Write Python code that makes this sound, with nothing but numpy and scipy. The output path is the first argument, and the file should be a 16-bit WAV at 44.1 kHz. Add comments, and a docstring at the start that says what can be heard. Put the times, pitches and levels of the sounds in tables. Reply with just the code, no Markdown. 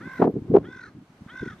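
"""Flamingos call across a lake. From the start, over the colony's faint din and a breeze, comes a harsh caw:
a nasal harmonic voice that scoops up, throbs through a windpipe resonance and turns hoarse as it falls.
Eddies thump on the microphone and an insect buzzes briefly. The hardest gusts make the microphone
crackle, and just after half a second its port flutters. As the wind eases the caw comes twice more,
each time with short echoes off ground and water, and a faint fourth begins at the very end."""
import sys
import numpy as np
from scipy import signal
from scipy.fft import rfft, irfft
from scipy.io import wavfile
from scipy.ndimage import uniform_filter1d, minimum_filter1d

SR = 44100
rng = np.random.default_rng(int(sys.argv[2]) if len(sys.argv) > 2 else 0)


def output_pcm(signal):
    """Save a mono or channel-first signal as 16-bit PCM at the path in sys.argv[1].

    Samples are clipped to [-1, 1] before scaling.
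    """
    pcm = np.clip(np.atleast_2d(signal).T, -1, 1) * 32767
    wavfile.write(sys.argv[1], SR, np.round(pcm).astype(np.int16))


N = 70560
TIME = np.arange(N) / SR

# wash of distant colony and water: frequency_hz, relative_density_db
COLONY_SPECTRUM = [(30, -4.5), (200, 6), (400, -2), (600, -3.5), (900, -5), (1300, -6.5), (2200, -12),
                   (4000, -18), (7000, -24), (10000, -29.5), (12500, -28.5), (14000, -43.5)]
# its level, which dips after the big gusts: time_s, level_db
COLONY_LEVEL = [(0, -53), (.2, -49.5), (.28, -59), (.48, -57), (.62, -58), (1.0, -59.5), (1.25, -55),
                (1.6, -54.5)]
# likeness of its left and right sides: frequency_hz, correlation
COLONY_CORRELATION = [(100, 1), (600, 1), (1500, 0.3), (4000, 0.062), (9000, 0.021)]

# wind between the thumps: time_s, level_db
BREEZE_LEVEL = [(0, -47), (.07, -42.5), (.13, -71), (.2, -38.5), (.4, -47), (.47, -40.5), (.6, -35),
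                (.69, -43.5), (.79, -56.5), (.89, -49.5), (1.05, -83.5), (1.17, -64.5), (1.29, -68),
                (1.35, -46.5), (1.39, -64), (1.5, -55.5), (1.6, -56.5)]
# its spectrum: frequency_hz, relative_density_db
BREEZE_COLOUR = [(30, -28.5), (70, -8.5), (140, 1.5), (230, -4.5), (380, -2), (550, -21.5), (1000, -25.5),
                 (3000, -68.5)]

# the calls: start_s, top_pitch_hz, level_db, windpipe_gain_db, treble_gain_db, beak_end_hz, squeak_db
CAW_EVENTS = [(-.006, 521.6, -48, 1, -6, 3990, -72), (0.627, 509.6, -54, 4, 2.5, 4170, -55.5),
              (1.273, 515.2, -50.5, 6.5, 2, 3390, -48), (1.561, 605, -73, 0, 14, 3800, -64)]
# arch of every caw: age_s, share_of_top_pitch, gain_db, hoarseness (0-1)
CAW_ARCH = [(0, .63, -16, .4), (.02, .81, -2, .25), (.032, .89, 0, .1), (.048, .955, -3, .24),
            (.1, 1, 1.5, .27), (.145, .99, 1.5, .3), (.19, .93, 1.5, .36), (.245, .84, 0, .35),
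            (.275, .79, -13, .5), (.31, .76, -36, .5)]
# modulation, deepening until late in the caw: age_s, pitch_swing_share, drive_swing_share
THROB_DEPTH = [(.03, 0, .1), (.08, .024, .9), (.13, .038, 1.1), (.18, .058, 1.5), (.22, .058, 1.5),
               (.27, .04, .7)]
# formants of the throat: frequency_hz, gain_db
THROAT_RESPONSE = [(500, -31.5), (850, -21.5), (1040, -4.5), (1150, 2), (1300, 4.5), (1500, -1.5),
                   (1720, 2.5), (1850, -2), (2060, -4), (2220, -12.5), (2580, -17), (2850, -34.5),
                   (4300, -25.5), (4700, -33), (5250, -22.5), (5600, -27.5), (6050, -22), (6800, -33.5),
                   (11000, -44)]
# the voice brightens as it is pushed: age_s, gain_above_4_khz_db
BRIGHTENING = [(0, -14), (.06, -5), (.11, -0.5), (.24, 0.5), (.3, 4.5)]
CAW_S, THROB_HZ, THROB_SLOWS_HZ_PER_S = .31, 60, 88
JITTER, RASP, BREATH_DB, TREBLE_FLICKER_DB = .006, .8, -1, 2.2
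BEAK_HZ, BEAK_HALF_WIDTH_HZ, BEAK_DB, BEAK_OPENS_S, BEAK_TAKES_S = 3470, 230, -14.5, .16, .033
WINDPIPE_HZ, WINDPIPE_HALF_WIDTH_HZ = 1520, 85
SQUEAK_S, SQUEAK_SIGMA_S, SQUEAK_HARMONIC = .031, .006, 7
LEFT_LEAD_S, PAN_DB, SHORE_DB, SHORE_T60_S = .00003, .37, -12, .14

# eddies striking the microphone: centre_s, sigma_s, level_db, upper_edge_hz
EDDIES = [(0.022, 0.027, -47, 326), (0.068, 0.0063, -36, 360), (0.202, 0.0045, -17.5, 500),
          (0.224, 0.0048, -9.5, 644), (0.244, 0.0046, -22.5, 972), (0.254, 0.011, -17, 530),
          (0.276, 0.0038, -15, 597), (0.294, 0.011, -23, 495), (0.342, 0.0014, -24, 364),
          (.367, 0.0074, -22.5, 440.6), (0.386, 0.013, -30.5, 395), (0.423, 0.0026, -28.5, 275),
          (0.455, 0.0028, -36, 377), (0.506, 0.0056, -21, 291), (0.515, 0.0039, -22, 496),
          (0.536, 0.012, -20, 393), (0.555, 0.0065, -13.5, 629), (0.57, 0.0032, -13.5, 762),
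          (0.582, 0.0033, -16, 480), (0.687, 0.0029, -33.5, 390), (0.764, 0.0015, -38.5, 366),
          (0.953, 0.0066, -43.5, 314), (0.979, 0.015, -42, 325), (1.023, 0.0069, -44.5, 320),
          (1.106, 0.0039, -50.5, 242), (1.218, 0.0061, -38.5, 268), (1.264, 0.0025, -36, 265),
          (1.412, 0.0025, -33, 164), (1.431, 0.0062, -27, 427), (1.463, 0.0036, -30.5, 398),
          (1.476, 0.0024, -28.5, 340), (1.528, 0.02, -42.5, 257)]
EDDY_LOW_EDGE_SHARE, EDDY_SIDE_DB, EDDY_SIDE_ABOVE_HZ = .31, -7.5, 446
PORT_DIP_HZ, PORT_DIP_SIGMA_HZ, PORT_DIP_DB = 558.6, 44, -10.5   # hollow just above the port's resonance

# the insect's buzz: time_s, level_db
INSECT_LEVEL = [(.11, -100), (.135, -74), (.22, -73), (.24, -77.5), (.325, -77), (.335, -110)]
INSECT_HZ, INSECT_HALF_WIDTH_HZ, INSECT_PULSE_HZ = 11900, 325, 118

# crackles of the microphone: start_s, impulse_db (before filtering)
CRACKLE_IMPULSES = [(.224, -33), (.2268, -48.5), (.2345, -34), (.239, -26.5), (0.2445, -25), (0.256, -30),
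                    (0.276, -40), (0.5441, -26), (.565, -21), (.57, -34), (.586, -30)]
# ringing of the microphone port: time_s, level_db
PORT_LEVEL = [(.535, -61.5), (.541, -11), (.557, -8.5), (.563, -27.5), (.571, -6), (.578, -24.5),
              (.583, -13), (.588, -51.5)]
PORT_HZ, PORT_WANDER = 405.9, .06


def from_db(db):
    """Amplitude ratio for a level in decibels."""
    return 10 ** (np.asarray(db) / 20)


def rms_one(x):
    """Normalisation to unit power."""
    return x / np.sqrt(np.mean(x ** 2) + 1e-20)


def along(rows, t):
    """Linear interpolation of each column of a curve at times t."""
    times, *columns = np.transpose(rows)
    return [np.interp(t, times, column) for column in columns]


def burst(rows):
    """Amplitude envelope from a level curve, silent outside it."""
    return from_db(np.interp(TIME, *np.transpose(rows), left=-200, right=-200))


def at_hz(points, hz):
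    """Interpolation of a spectrum on a log-frequency axis."""
    frequencies, values = np.transpose(points)
    return np.interp(np.log(hz), np.log(frequencies), values)


def filtered(x, hz, kind, order=2):
    """Causal Butterworth filter."""
    return signal.sosfilt(signal.butter(order, hz, kind, fs=SR, output="sos"), x)


def drift(hz, size=N):
    """Random fluctuation: low-passed noise of unit power."""
    return rms_one(filtered(rng.standard_normal(size + SR // 4), hz, "low")[-size:])


def stereo(mid, side):
    """Left and right as the sum and difference of mid and side."""
    return np.array([mid + side, mid - side])


def coloured_noise(spectrum, correlation):
    """Partly correlated stereo noise of unit power, summed from half-octave bands."""
    edges = 25 * 2 ** np.arange(0, 9.6, .5)
    out, white = 0, rng.standard_normal((2, 2, N))
    for k, (low, high) in enumerate(zip(edges, edges[1:])):
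        mid, side = filtered(white[k % 2], [low, high], "band", order=3)
        hz = np.sqrt(low * high)
        alike = at_hz(correlation, hz)
        band = stereo(np.sqrt(1 + alike) * mid, np.sqrt(1 - alike) * side)
        out = out + from_db(at_hz(spectrum, hz)) * band
    return rms_one(out)


def colony():
    """Diffuse field: the far flock and water merge into noise, alike in both ears only in the bass."""
    db, = along(COLONY_LEVEL, TIME)
    return from_db(db) * coloured_noise(COLONY_SPECTRUM, COLONY_CORRELATION)


def breeze(lumps_db=.5):
    """Turbulence: uneven wind noise with most of its energy at low frequencies."""
    db, = along(BREEZE_LEVEL, TIME)
    envelope = from_db(db + lumps_db * drift(32))
    return envelope * coloured_noise(BREEZE_COLOUR, correlation=[(100, 1), (800, .89)])


def caw(age, top_hz, db, windpipe_db, treble_db, beak_end_hz, squeak_db):
    """Source and filter: rough, modulated harmonics excite the resonances of throat, beak and windpipe."""
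    size = len(age)
    pitch_share, arch_db, hoarse = along(CAW_ARCH, age)
    pitch_swing, drive_swing = along(THROB_DEPTH, age)
    bright_db, = along(BRIGHTENING, age)
    throb_phase = 2 * np.pi * (THROB_HZ * age - .5 * THROB_SLOWS_HZ_PER_S * age ** 2) + .75
    throb = -np.sin(throb_phase) - .3 * np.sin(2 * throb_phase)   # climbs slowly and drops fast
    effort = from_db(db + arch_db) * (1 + .4 * drive_swing * throb)
    pitch = top_hz * pitch_share * (1 + pitch_swing * throb + JITTER * drift(130, size))
    phase = 2 * np.pi * np.cumsum(pitch) / SR
    beak_opening = np.clip((age - BEAK_OPENS_S) / BEAK_TAKES_S, 0, 1)
    beak_hz = BEAK_HZ + (beak_end_hz - BEAK_HZ) * beak_opening
    source, voice = 0, 0
    for k in range(1, 23):
        hz = k * pitch
        throat = from_db(at_hz(THROAT_RESPONSE, hz) + bright_db * (hz > 4000))
        beak = from_db(BEAK_DB) / (1 + ((hz - beak_hz) / BEAK_HALF_WIDTH_HZ) ** 4)
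        treble_share = np.clip(np.log2(hz / 2000), 0, 1)
        treble = from_db((treble_db + TREBLE_FLICKER_DB * drift(60, size)) * treble_share)
        # random modulation spreads each harmonic into noisy sidebands
        rasp = RASP * hoarse * np.sqrt(k / 2)
        grain = rasp * (drift(91, size) + 1j * drift(110, size))
        breath = from_db(BREATH_DB) * hoarse * drift(270, size)
        carrier = np.exp(1j * (k * phase + 2 * np.pi * rng.random()))
        partial = effort / np.sqrt(.5 + rasp ** 2) * np.real((1 + grain + breath) * carrier)
        source = source + partial
        voice = voice + (throat + beak) * treble * partial
    squeak_envelope = from_db(squeak_db) * np.exp(-.5 * ((age - SQUEAK_S) / SQUEAK_SIGMA_S) ** 2)
    squeak = squeak_envelope * np.sin(SQUEAK_HARMONIC * phase)
    drive = (1 + drive_swing * np.cos(throb_phase)) ** 2 / (1.5 + drive_swing)
    return voice + from_db(windpipe_db) * windpipe(source * drive) + squeak


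def windpipe(source):
    """Resonance: a narrow pass band that the third harmonic swings in and out of."""
    band_hz = [WINDPIPE_HZ - WINDPIPE_HALF_WIDTH_HZ, WINDPIPE_HZ + WINDPIPE_HALF_WIDTH_HZ]
    return filtered(source, band_hz, "band")


def shore(x):
    """Scattering: echoes off ground and water decay exponentially, different in each ear."""
    t = TIME[:SR // 3]
    echoes = rng.standard_normal((2, len(t))) * from_db(-60 * t / SHORE_T60_S)
    echoes /= np.sqrt(np.sum(echoes ** 2, axis=1, keepdims=True))
    return signal.fftconvolve(x[None], echoes, axes=1)[:, :N]


def flamingos():
    """Interaural time and level differences set the caws slightly off centre, amid their echoes."""
    calls, age = np.zeros(N), np.arange(SR // 2) / SR
    for start_s, *voice in CAW_EVENTS:
        during = (TIME >= start_s) & (TIME < start_s + CAW_S)
        calls[during] += np.interp(TIME[during] - start_s, age, caw(age, *voice))
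    left = np.interp(TIME + LEFT_LEAD_S, TIME, calls)
    direct = np.array([left, calls]) * from_db([[-PAN_DB], [PAN_DB]])
    return direct + from_db(SHORE_DB) * shore(calls)


def thumps():
    """Turbulent pressure: each eddy is a short swell of low noise, alike on both sides in the bass."""
    out, size = np.zeros((2, N)), SR // 5
    t = (np.arange(size) - size // 2) / SR
    hz = np.arange(size // 2 + 1) * SR / size + 1e-3
    port_dip = from_db(PORT_DIP_DB * np.exp(-.5 * ((hz - PORT_DIP_HZ) / PORT_DIP_SIGMA_HZ) ** 2))
    side_gain = from_db(EDDY_SIDE_DB) * hz ** 2 / (hz ** 2 + EDDY_SIDE_ABOVE_HZ ** 2)
    for centre_s, sigma_s, db, edge_hz in EDDIES:
        swell = np.exp(-.5 * (t / sigma_s) ** 2)
        eddy = rfft(rng.standard_normal((2, size)) * swell)
        eddy /= np.sqrt(np.abs(eddy) ** 2 + .2 * np.sum(swell ** 2))   # flatten chance spectral peaks
        high_pass = 1 / np.hypot(1, (EDDY_LOW_EDGE_SHARE * edge_hz / hz) ** 2.97)
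        rolloff = 1.57 - .21 * db   # gentler eddies lose their treble more steeply
        low_pass = 1 / np.hypot(1, (hz / edge_hz) ** rolloff)
        mid, side = eddy * high_pass * low_pass * port_dip
        puff = stereo(irfft(mid, size), irfft(side * side_gain, size))
        puff = rms_one(puff * swell ** .1) * np.sqrt(np.mean(swell ** 2))   # taper; give the swell's power
        out += from_db(db) * np.array([np.interp(TIME - centre_s, t, channel) for channel in puff])
    return out


def insect():
    """Amplitude modulation: pulses in a very high, narrow noise band make a buzz from the grass."""
    band_hz = [INSECT_HZ - INSECT_HALF_WIDTH_HZ, INSECT_HZ + INSECT_HALF_WIDTH_HZ]
    mid, side = filtered(rng.standard_normal((2, N)), band_hz, "band", order=3)
    pulses = (1 + np.cos(2 * np.pi * INSECT_PULSE_HZ * TIME)) ** 2
    return burst(INSECT_LEVEL) * rms_one(stereo(mid, .5 * side) * pulses)


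def port_crackle(corner_hz=900):
    """Impulse response: the hardest gusts jolt the microphone port into exponentially decaying clicks."""
    impulses = np.zeros(N)
    for start_s, db in CRACKLE_IMPULSES:
        impulses[int(start_s * SR)] = from_db(db)
    pole = np.exp(-2 * np.pi * corner_hz / SR)
    clicks = signal.lfilter([1], [1, -pole], impulses + 1e-18)
    return filtered(clicks, 2900, "low")


def port_flutter():
    """Flow-driven resonance: a hard gust rings the microphone port at a wandering pitch."""
    pitch = PORT_HZ * (1 + PORT_WANDER * drift(120))
    return burst(PORT_LEVEL) * np.sqrt(2) * np.sin(2 * np.pi * np.cumsum(pitch) / SR)


def scene():
    """Superposition: birds and insect beyond, wind at the microphone."""
    beyond = flamingos() + colony() + insect()
    return beyond + breeze() + thumps() + port_crackle() + port_flutter()


def record(dry, ceiling_db=-.5, window_s=.003, stopband_hz=15194):
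    """Peak and band limiting: a quick gain reduction holds the peaks, and a steep filter cuts the top."""
    size = int(window_s * SR)
    allowed_gain = 1 / np.maximum(1, np.abs(dry).max(axis=0) / from_db(ceiling_db))
    gain = uniform_filter1d(minimum_filter1d(allowed_gain, size), size)
    low_pass = signal.cheby2(14, 70, stopband_hz, fs=SR, output="sos")
    return signal.sosfilt(low_pass, gain * dry)


dry = scene()
out = record(dry)
output_pcm(out)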